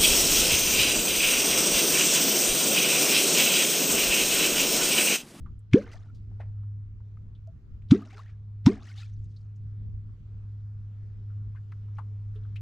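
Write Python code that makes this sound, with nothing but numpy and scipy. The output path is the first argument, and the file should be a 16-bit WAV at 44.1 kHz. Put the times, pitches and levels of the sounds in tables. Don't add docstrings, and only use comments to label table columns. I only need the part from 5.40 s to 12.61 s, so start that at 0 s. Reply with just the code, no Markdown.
import sys
import numpy as np
from scipy import signal
from scipy.fft import rfft, irfft, next_fast_len
from scipy.io import wavfile
from scipy.ndimage import uniform_filter1d, map_coordinates

SR = 44100
rng = np.random.default_rng(int(sys.argv[2]) if len(sys.argv) > 2 else 0)


def digitize_waveform(pressure):
    field = np.atleast_2d(pressure).T
    bounded = np.clip(field, -1, 1)
    quanta = np.round(bounded * 32767).astype(np.int16)
    wavfile.write(sys.argv[1], SR, quanta)


N = 317961

# pinch_off_s, slap_lead_s, slap_db, smack_over_slap_db, slap_tone_hz, tone_lift_db, plop_db,
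# open_hz, jump_hz, climb_hz_per_s, climb_time_s, t60_s, life_s
STROKES = [(.3425, .0085, -18.5, -2, 2200, 10, .8, 112, 83, 10000, .036, .093, .066),
           (2.5185, .0085, -19.5, -6, 3400, 2.5, .1, 110, 49, 4220, .9, .106, .046),
           (3.2678, .006, -16.5, -11, 5600, 1.5, -1, 105, 30, 6220, .072, .104, .052)]


def amp(db):
    return 10 ** (np.asarray(db) / 20)


def unit(x):
    return x / np.sqrt(np.mean(x ** 2) + 1e-20)


def along(points, hz):
    f, v = np.transpose(points)
    return np.interp(np.log(hz + 1), np.log(f + 1), v)


def curve(rows):
    return np.interp(np.arange(N) / SR, *np.transpose(rows))


def wobble(rate_hz):
    knots = rng.standard_normal(int(N * rate_hz / SR) + 4)
    return map_coordinates(knots, [np.arange(N) * rate_hz / SR])


def filtered(x, response):
    m = next_fast_len(x.shape[-1] + 8192)
    spectrum = rfft(x, m) * response(np.fft.rfftfreq(m, 1 / SR))
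    return irfft(spectrum, m)[..., :x.shape[-1]]


def ringing(f, hz, width_hz):
    return 1j * f * width_hz / (hz * hz - f * f + 1j * f * width_hz)


def add(track, start_s, sound):
    part = track[..., round(start_s * SR):][..., :sound.shape[-1]]
    part += sound[..., :part.shape[-1]]


def near(size):
    # hz, differing_share
    apart = [(500, 0.06), (3000, 0.2), (7000, 0.36), (15000, .6)]
    differing = filtered(rng.standard_normal((2, size)), lambda f: along(apart, f))
    return rng.standard_normal(size) + differing


def rush(spectrum, patchy_db):
    # hz, left_right_likeness
    alike = [(22, 0.47), (60, 0.93), (150, 0.99), (380, 0.8), (950, 0.73), (2400, 0.15), (6000, .22)]
    z = signal.stft(rng.standard_normal((2, N)), nperseg=512)[2]
    field = uniform_filter1d(rng.standard_normal(z.shape[1:]), size=8, axis=0)
    field = uniform_filter1d(field, size=16, axis=1)
    pair = signal.istft(z * amp(patchy_db * unit(field)), nperseg=512)[1][:, :N]

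    def mid_side(f):
        turn = np.arccos(np.clip(along(alike, f), -1, 1)) / 2
        return amp(along(spectrum, f)) * [np.cos(turn), np.sin(turn)]

    mid, side = filtered(pair, mid_side)
    return unit(np.array([mid + side, mid - side]))


def wind():
    # time_s, level_db
    wind_levels = [(0, -36.5), (.2, -49.5), (1.04, -44), (1.4, -47.5), (1.7, -49), (2.25, -45.5), (3, -51),
                   (4.07, -45.5), (4.7, -46.5), (5.4, -47.5), (5.9, -45.5), (6.14, -46), (6.4, -45.5),
                   (6.75, -47.5), (7.2, -44.5)]
    hiss_levels = [(0, -76), (.95, -75), (1.45, -78.5), (1.85, -75), (3.85, -77.5), (4.93, -73.5),
                   (5.5, -74), (6.4, -72.5), (7.2, -71)]
    # hz, density_db_per_hz
    rumble_spectrum = [(15, -2.5), (35, -1.5), (65, 1.5), (100, -5), (140, -9.5), (210, -17.5), (300, -27),
                       (450, -35), (600, -50.5), (900, -120)]
    hiss_spectrum = [(240, -40), (400, -1.5), (438, -5), (551, -12), (833, -15), (1340, -12), (1660, -16.5),
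                     (5470, -27), (7770, -33), (9050, -44), (12900, -38.5), (15500, -42.5)]
    rumble = amp(curve(wind_levels) + 0.74 * wobble(7.5)) * rush(rumble_spectrum, patchy_db=2.5)
    hiss = amp(curve(hiss_levels) + .8 * wobble(3)) * rush(hiss_spectrum, patchy_db=1.45)
    return rumble + hiss


def hum():
    # time_s, rms_db
    hum_levels = [(0, -52), (.17, -44.5), (.45, -47.5), (.97, -39), (1.27, -34.5), (1.58, -44), (1.67, -41),
                  (1.92, -47), (2.1, -40.5), (2.12, -66.5), (2.46, -42), (2.74, -46.5), (3.2, -37.5),
                  (3.38, -48), (3.57, -39.5), (3.83, -37.5), (3.97, -43), (4.19, -39.5), (4.25, -36.5),
                  (4.57, -37), (4.82, -47.5), (4.92, -40), (5.23, -38), (5.67, -40), (5.73, -41.5),
                  (5.95, -34), (6.29, -40), (6.5, -36.5), (7.2, -35.5)]
    # multiple, level_over_tone_db
    overtones = [(2, -31), (3, -48.5)]
    pitch_hz = 102.6 + 0.37 * wobble(5.7)
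    phase = 2 * np.pi * np.cumsum(pitch_hz) / SR
    tone = np.sin(phase)
    for multiple, db in overtones:
        tone = tone + amp(db + 2.5 * wobble(24)) * np.sin(multiple * phase)
    return np.sqrt(2) * amp(curve(hum_levels) + 0.46 * wobble(26)) * tone


def knocks():
    # time_s, level_db, centre_hz, width_over_centre, t60_s, left_over_right_db
    knock_rows = [(0.06, -49, 1186, 0.26, 0.064, -6), (.191, -66.5, 8400, 0.33, .03, 2.5),
                  (0.313, -62.5, 2380, .8, .047, 0.2), (.325, -58, 3000, 0.75, .029, 15.5),
                  (.516, -44, 2600, .9, .015, 1.3), (.746, -68.5, 4140, .8, 0.15, 0.5),
                  (.914, -62.5, 759, 0.45, .057, -1), (.997, -47, 650, .7, 0.12, 0.5),
                  (1.004, -50.5, 1880, .45, 0.083, 2.5), (1.233, -65.5, 1197, .6, .052, 2),
                  (1.603, -61, 1102, 0.55, 0.029, .1), (1.772, -52, 1160, 0.52, 0.017, 1.4),
                  (1.95, -66, 3420, .24, 0.063, 4), (2.421, -62, 2400, 0.58, 0.021, 6.5),
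                  (2.487, -63, 3530, 0.52, .032, 3.5), (2.498, -57, 2460, 1, .044, 6.5),
                  (2.702, -57.5, 2270, 0.67, .056, 3), (3.245, -62, 2480, 1, .06, 3),
                  (3.575, -52.5, 3640, 0.45, 0.19, 4.3), (3.734, -65.5, 6200, .14, 0.034, 7),
                  (3.843, -62, 6500, .46, 0.012, -6.5), (3.963, -57.5, 4410, .22, 0.045, 3.5),
                  (4.159, -73, 5950, 0.46, .055, 0.5), (4.69, -65.5, 1100, .4, .03, 1.3),
                  (5.9, -70, 1360, 0.25, .15, 5), (6.146, -57.5, 1060, .24, 0.056, 6),
                  (6.158, -58, 1840, 0.33, .055, 12.5), (6.168, -53, 1620, 0.19, 0.042, 9),
                  (6.32, -44.5, 1420, 0.59, 0.03, 3), (6.483, -61, 1100, .43, .039, -5),
                  (6.552, -71.5, 5700, .2, .04, 1), (6.568, -65, 2500, .67, 0.051, 9),
                  (6.584, -39, 1020, 0.43, 0.062, 7.5), (6.942, -68.5, 1420, 0.41, .19, 2),
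                  (6.958, -64, 3150, 0.34, .068, 8), (7.035, -65.5, 3180, 0.33, 0.025, 8),
                  (7.051, -60, 1370, 0.22, 0.039, 4.5), (7.158, -51.5, 2390, 0.82, 0.062, 4),
                  (7.163, -46, 2600, .15, .04, 11)]
    crack_db, crack_t60_s = -24, .015
    out, t = np.zeros((2, N)), np.arange(SR // 5) / SR
    for s, db, hz, width, t60_s, pan_db in knock_rows:
        body = unit(filtered(rng.standard_normal(len(t)), lambda f: ringing(f, hz, width * hz) ** 2))
        crack = unit(filtered(rng.standard_normal(len(t)), lambda f: ringing(f, 3500, 4000)))
        crack = crack * amp(crack_db - 60 * t / crack_t60_s)
        decay = amp(-60 * t / t60_s) + amp(-15.5 - 25 * t / t60_s)
        burst = (body * decay + crack) * (1 - np.exp(-t / 0.0024))
        add(out, s - .001, amp(db + np.array([[pan_db / 2], [-pan_db / 2]])) * burst)
    return out


def bubble(hz, rise, t60_s, t):
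    phase = 2 * np.pi * hz * (t + rise * t * t / t60_s)
    return np.sin(phase) * amp(-60 * t / t60_s) * (1 - np.exp(-t / (.1 * t60_s)))


def bubbles():
    # time_s, level_db, start_hz, half_rise_share_per_t60
    bubble_rows = [(.41, -40.5, 2050, .05), (.441, -41, 1510, 0.057), (.478, -42, 2080, .035),
                   (.493, -46, 1215, .042), (.532, -38, 1970, .055), (.54, -41, 570, 0.54),
                   (.686, -56.5, 1340, .05), (.698, -49.5, 1354, .08), (2.074, -41, 645, .036),
                   (2.621, -36.5, 1236, .023), (2.728, -43.5, 765, 0.055), (2.745, -44.5, 398, 0.13),
                   (2.765, -46.5, 1410, 0.058), (2.779, -43, 1270, .11), (2.792, -34.5, 980, 0.48),
                   (2.861, -47, 1760, 0.17), (3.264, -18, 868, 0.27), (3.471, -38.5, 1860, 0.078),
                   (3.499, -42.5, 1460, .05), (3.515, -39.5, 2130, .042), (3.58, -51, 786, .05),
                   (3.627, -46, 1345, 0.058), (3.632, -40, 2520, .02), (3.66, -51, 2300, .05),
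                   (6.955, -41, 420, 0.023)]
    tick_db, tick_t60_s = -16, 0.0021
    t60_cycles = 47
    out, t = np.zeros(N), np.arange(SR // 5) / SR
    for s, db, hz, rise in bubble_rows:
        tick = unit(filtered(rng.standard_normal(len(t)), lambda f: ringing(f, 2500, 3000)))
        tick = tick * amp(tick_db - 60 * t / tick_t60_s)
        add(out, s, amp(db) * (bubble(hz, rise, t60_cycles / hz, t) + tick))
    return out


def spray_levels():
    # start_s, hold_s, level_db, treble_over_level_db, bass_over_level_db
    showers = [(0.464, .015, -58, -9, 3), (0.524, 0.016, -57.5, 6, 2), (0.593, 0.064, -74.5, 5.5, 13),
               (2.652, 0.029, -63.5, 5.5, 5), (2.706, 0.035, -60, -1, -1), (2.77, 0.027, -58, 1.5, -.5),
               (2.86, 0.024, -64.5, -7.5, -15), (3.421, .02, -59.5, 4, -14), (3.47, 0.041, -58.5, 5.5, -19),
               (3.559, 0.063, -58.5, 6, -30), (3.698, 0.33, -95.5, 24, -1)]
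    attack_s, shower_t60_s = 0.011, 0.28
    tear_db, tear_t60_s, seethe_db, seethe_t60_s = -25.5, 0.2, -33, 0.49
    treble_db, tear_bass_db, seethe_bass_db = 1.5, 4, 6.5
    t, power = np.arange(N) / SR, np.zeros((3, N))

    def swell(start_s, hold_s, t60_s):
        u = t - start_s
        fade = amp(-60 * np.clip(u - attack_s - hold_s, 0, 3) / t60_s)
        return np.clip(u / attack_s, 0, 1) ** 2 * fade

    def gains(db, high_db, low_db):
        return amp(db + np.c_[[0, high_db, low_db]])

    for s, lead_s, slap_db, *_ in STROKES:
        tear = gains(slap_db + tear_db, treble_db, tear_bass_db) * swell(s - lead_s, 0, tear_t60_s)
        seethe = gains(slap_db + seethe_db, treble_db, seethe_bass_db) * swell(s - lead_s, 0, seethe_t60_s)
        power += tear ** 2 + seethe ** 2
    for s, hold_s, db, high_db, low_db in showers:
        power += (gains(db, high_db, low_db) * swell(s - attack_s, hold_s, shower_t60_s)) ** 2
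    return np.sqrt(power)


def spray(count=12000):
    # hz, density_db_per_hz
    fizz_spectrum = [(290, -34), (500, -2.5), (780, -8), (875, -11.5), (1270, -4.5), (1720, -4),
                     (3520, -10.5), (6260, -14.5), (12300, -39), (15500, -55.5)]
    middle, treble, bass = spray_levels()
    draw = rng.random((count, 5))
    hz = 600 * 20 ** draw[:, 1:2]
    t = np.arange(SR // 60) / SR
    size_db = np.minimum(-4 * np.log(draw[:, 2:3]), 12)
    t60_s = (8 + 40 * draw[:, 3:4]) / hz
    notes = amp(size_db) * np.sqrt(hz) * bubble(hz, .07, t60_s, t)
    at = ((draw[:, :1] * N).astype(int) + np.arange(len(t))).ravel()
    drops = []
    for side_db in (3.5, -3.5):
        placed = notes * amp(side_db * (draw[:, 4:] - .5))
        drops.append(np.bincount(at, placed.ravel(), N + len(t))[:N])
    fizz = amp(3.3 * wobble(90)) * near(N)
    mix = .9 * unit(np.array(drops)) + unit(fizz)
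    whole = unit(filtered(mix, lambda f: amp(along(fizz_spectrum, f))))
    low = filtered(whole, lambda f: 1 / (1 + (f / 1200) ** 4))
    high = filtered(whole, lambda f: 1 / (1 + (4000 / (f + 1)) ** 4))
    return middle * (whole - high - low) + bass * low + treble * high


def afterring(plops):
    t = np.arange(SR // 3) / SR
    noise = rng.standard_normal(len(t)) + 0.06 * rng.standard_normal((2, len(t)))
    tail = noise * amp(-60 * t / 0.41) * (t > .03)
    tail = filtered(tail, lambda f: ringing(f, 330, 350))
    ring = signal.fftconvolve(plops[None], tail / np.linalg.norm(tail[0]), axes=1)[:, :N]
    echo = filtered(plops, lambda f: ringing(f, 240, 130) ** 2 * np.exp(-2j * np.pi * f * .053))
    return amp(-33.0) * echo + amp(-43) * ring


def hull(f):
    # delay_s, level_db
    echoes = [(.0138, -3.6), (.0255, -9), (.0397, -15)]
    # dip_hz, width_hz, depth_0_to_1
    dip_rows = [(334, 73, .7), (437, 25, .71)]
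    shakes = sum(amp(db) * np.exp(-2j * np.pi * f * delay_s) for delay_s, db in echoes)
    dips = sum(depth * ringing(f, hz, width_hz) for hz, width_hz, depth in dip_rows)
    return 1 + ringing(f, 210, 24) ** 2 * shakes - dips


def slaps():
    # hz, density_db_per_hz
    slap_spectrum = [(410, -38), (700, -7.5), (1520, -2.5), (2000, -9), (2270, 0.5), (2690, -8.5),
                     (3630, -6), (4580, -10), (6330, -13), (15500, -45.5)]
    smack_late_s, smack_width_s, smack_top_hz = .0095, 0.00078, 5970
    out, u = np.zeros((2, N)), np.arange(SR // 4) / SR
    decay = amp(-60 * u / 0.045) + amp(-26.5 - 60 * u / 0.096)
    burst = decay * (1 - np.exp(-(u / 0.0098) ** 4))
    lead_in = amp(-42) * (u / 0.017) * (u < .009)
    smack_shape = np.exp(-((u - smack_late_s) / smack_width_s) ** 2)
    for s, lead_s, slap_db, smack_db, tone_hz, lift_db, *_ in STROKES:
        colour = lambda f: amp(along(slap_spectrum, f)) * (1 + amp(lift_db) * ringing(f, tone_hz, 640))
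        noise = unit(filtered(near(len(u)), colour))
        dull = filtered(noise, lambda f: 1 / (1 + (f / smack_top_hz) ** 4))
        smack = amp(smack_db) * smack_shape * dull
        add(out, s - lead_s - .008, amp(slap_db) * ((burst + lead_in) * noise + smack))
    return out


def cavity(t, open_hz, jump_hz, climb_hz_per_s, climb_time_s, t60_s, life_s):
    step = lambda at_s, width_s: 1 / (1 + np.exp(-(t - at_s) / width_s))
    shut, after = step(.0008, .00045), np.maximum(t, 0)
    fast_rise_hz = 94 * (1 - np.exp(-after / .0044))
    climb_hz = climb_hz_per_s * climb_time_s * (1 - np.exp(-after / climb_time_s))
    hz = open_hz + jump_hz * shut + fast_rise_hz + climb_hz
    cycles = np.cumsum(hz) / SR
    swell = (1 - shut) * .46 * step(-.0045, .0036) + shut * amp(-60 * t / t60_s)
    collapse = 1 - step(life_s, .002)
    return swell * collapse * np.cos(2 * np.pi * (cycles - np.interp(0, t, cycles)))


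def cavity_plops():
    out, u = np.zeros(N), np.arange(SR // 4) / SR
    before_s = .04
    for s, _, _, _, _, _, plop_db, *shape in STROKES:
        add(out, s - before_s, amp(plop_db) * cavity(u - before_s, *shape))
    return filtered(out, hull)


def scene():
    plops = cavity_plops()
    lean_db = np.interp(np.arange(N) / SR, [1, 2.4], [0, 1])
    water = (slaps() + spray() + bubbles()) * amp([lean_db, -lean_db])
    left_db = [(700, -0.21), (2500, 0.011), (7000, -.3), (15000, -1.5)]
    shade = lambda f: amp(np.outer([1, -1], along(left_db, f)))
    river = plops * amp([[.08], [-.08]]) + afterring(plops) + filtered(water, shade)
    return river + knocks() + hum() + wind()


def record(dry):
    return filtered(dry, lambda hz: hz < 15600)


dry = scene()
out = record(dry)
digitize_waveform(out)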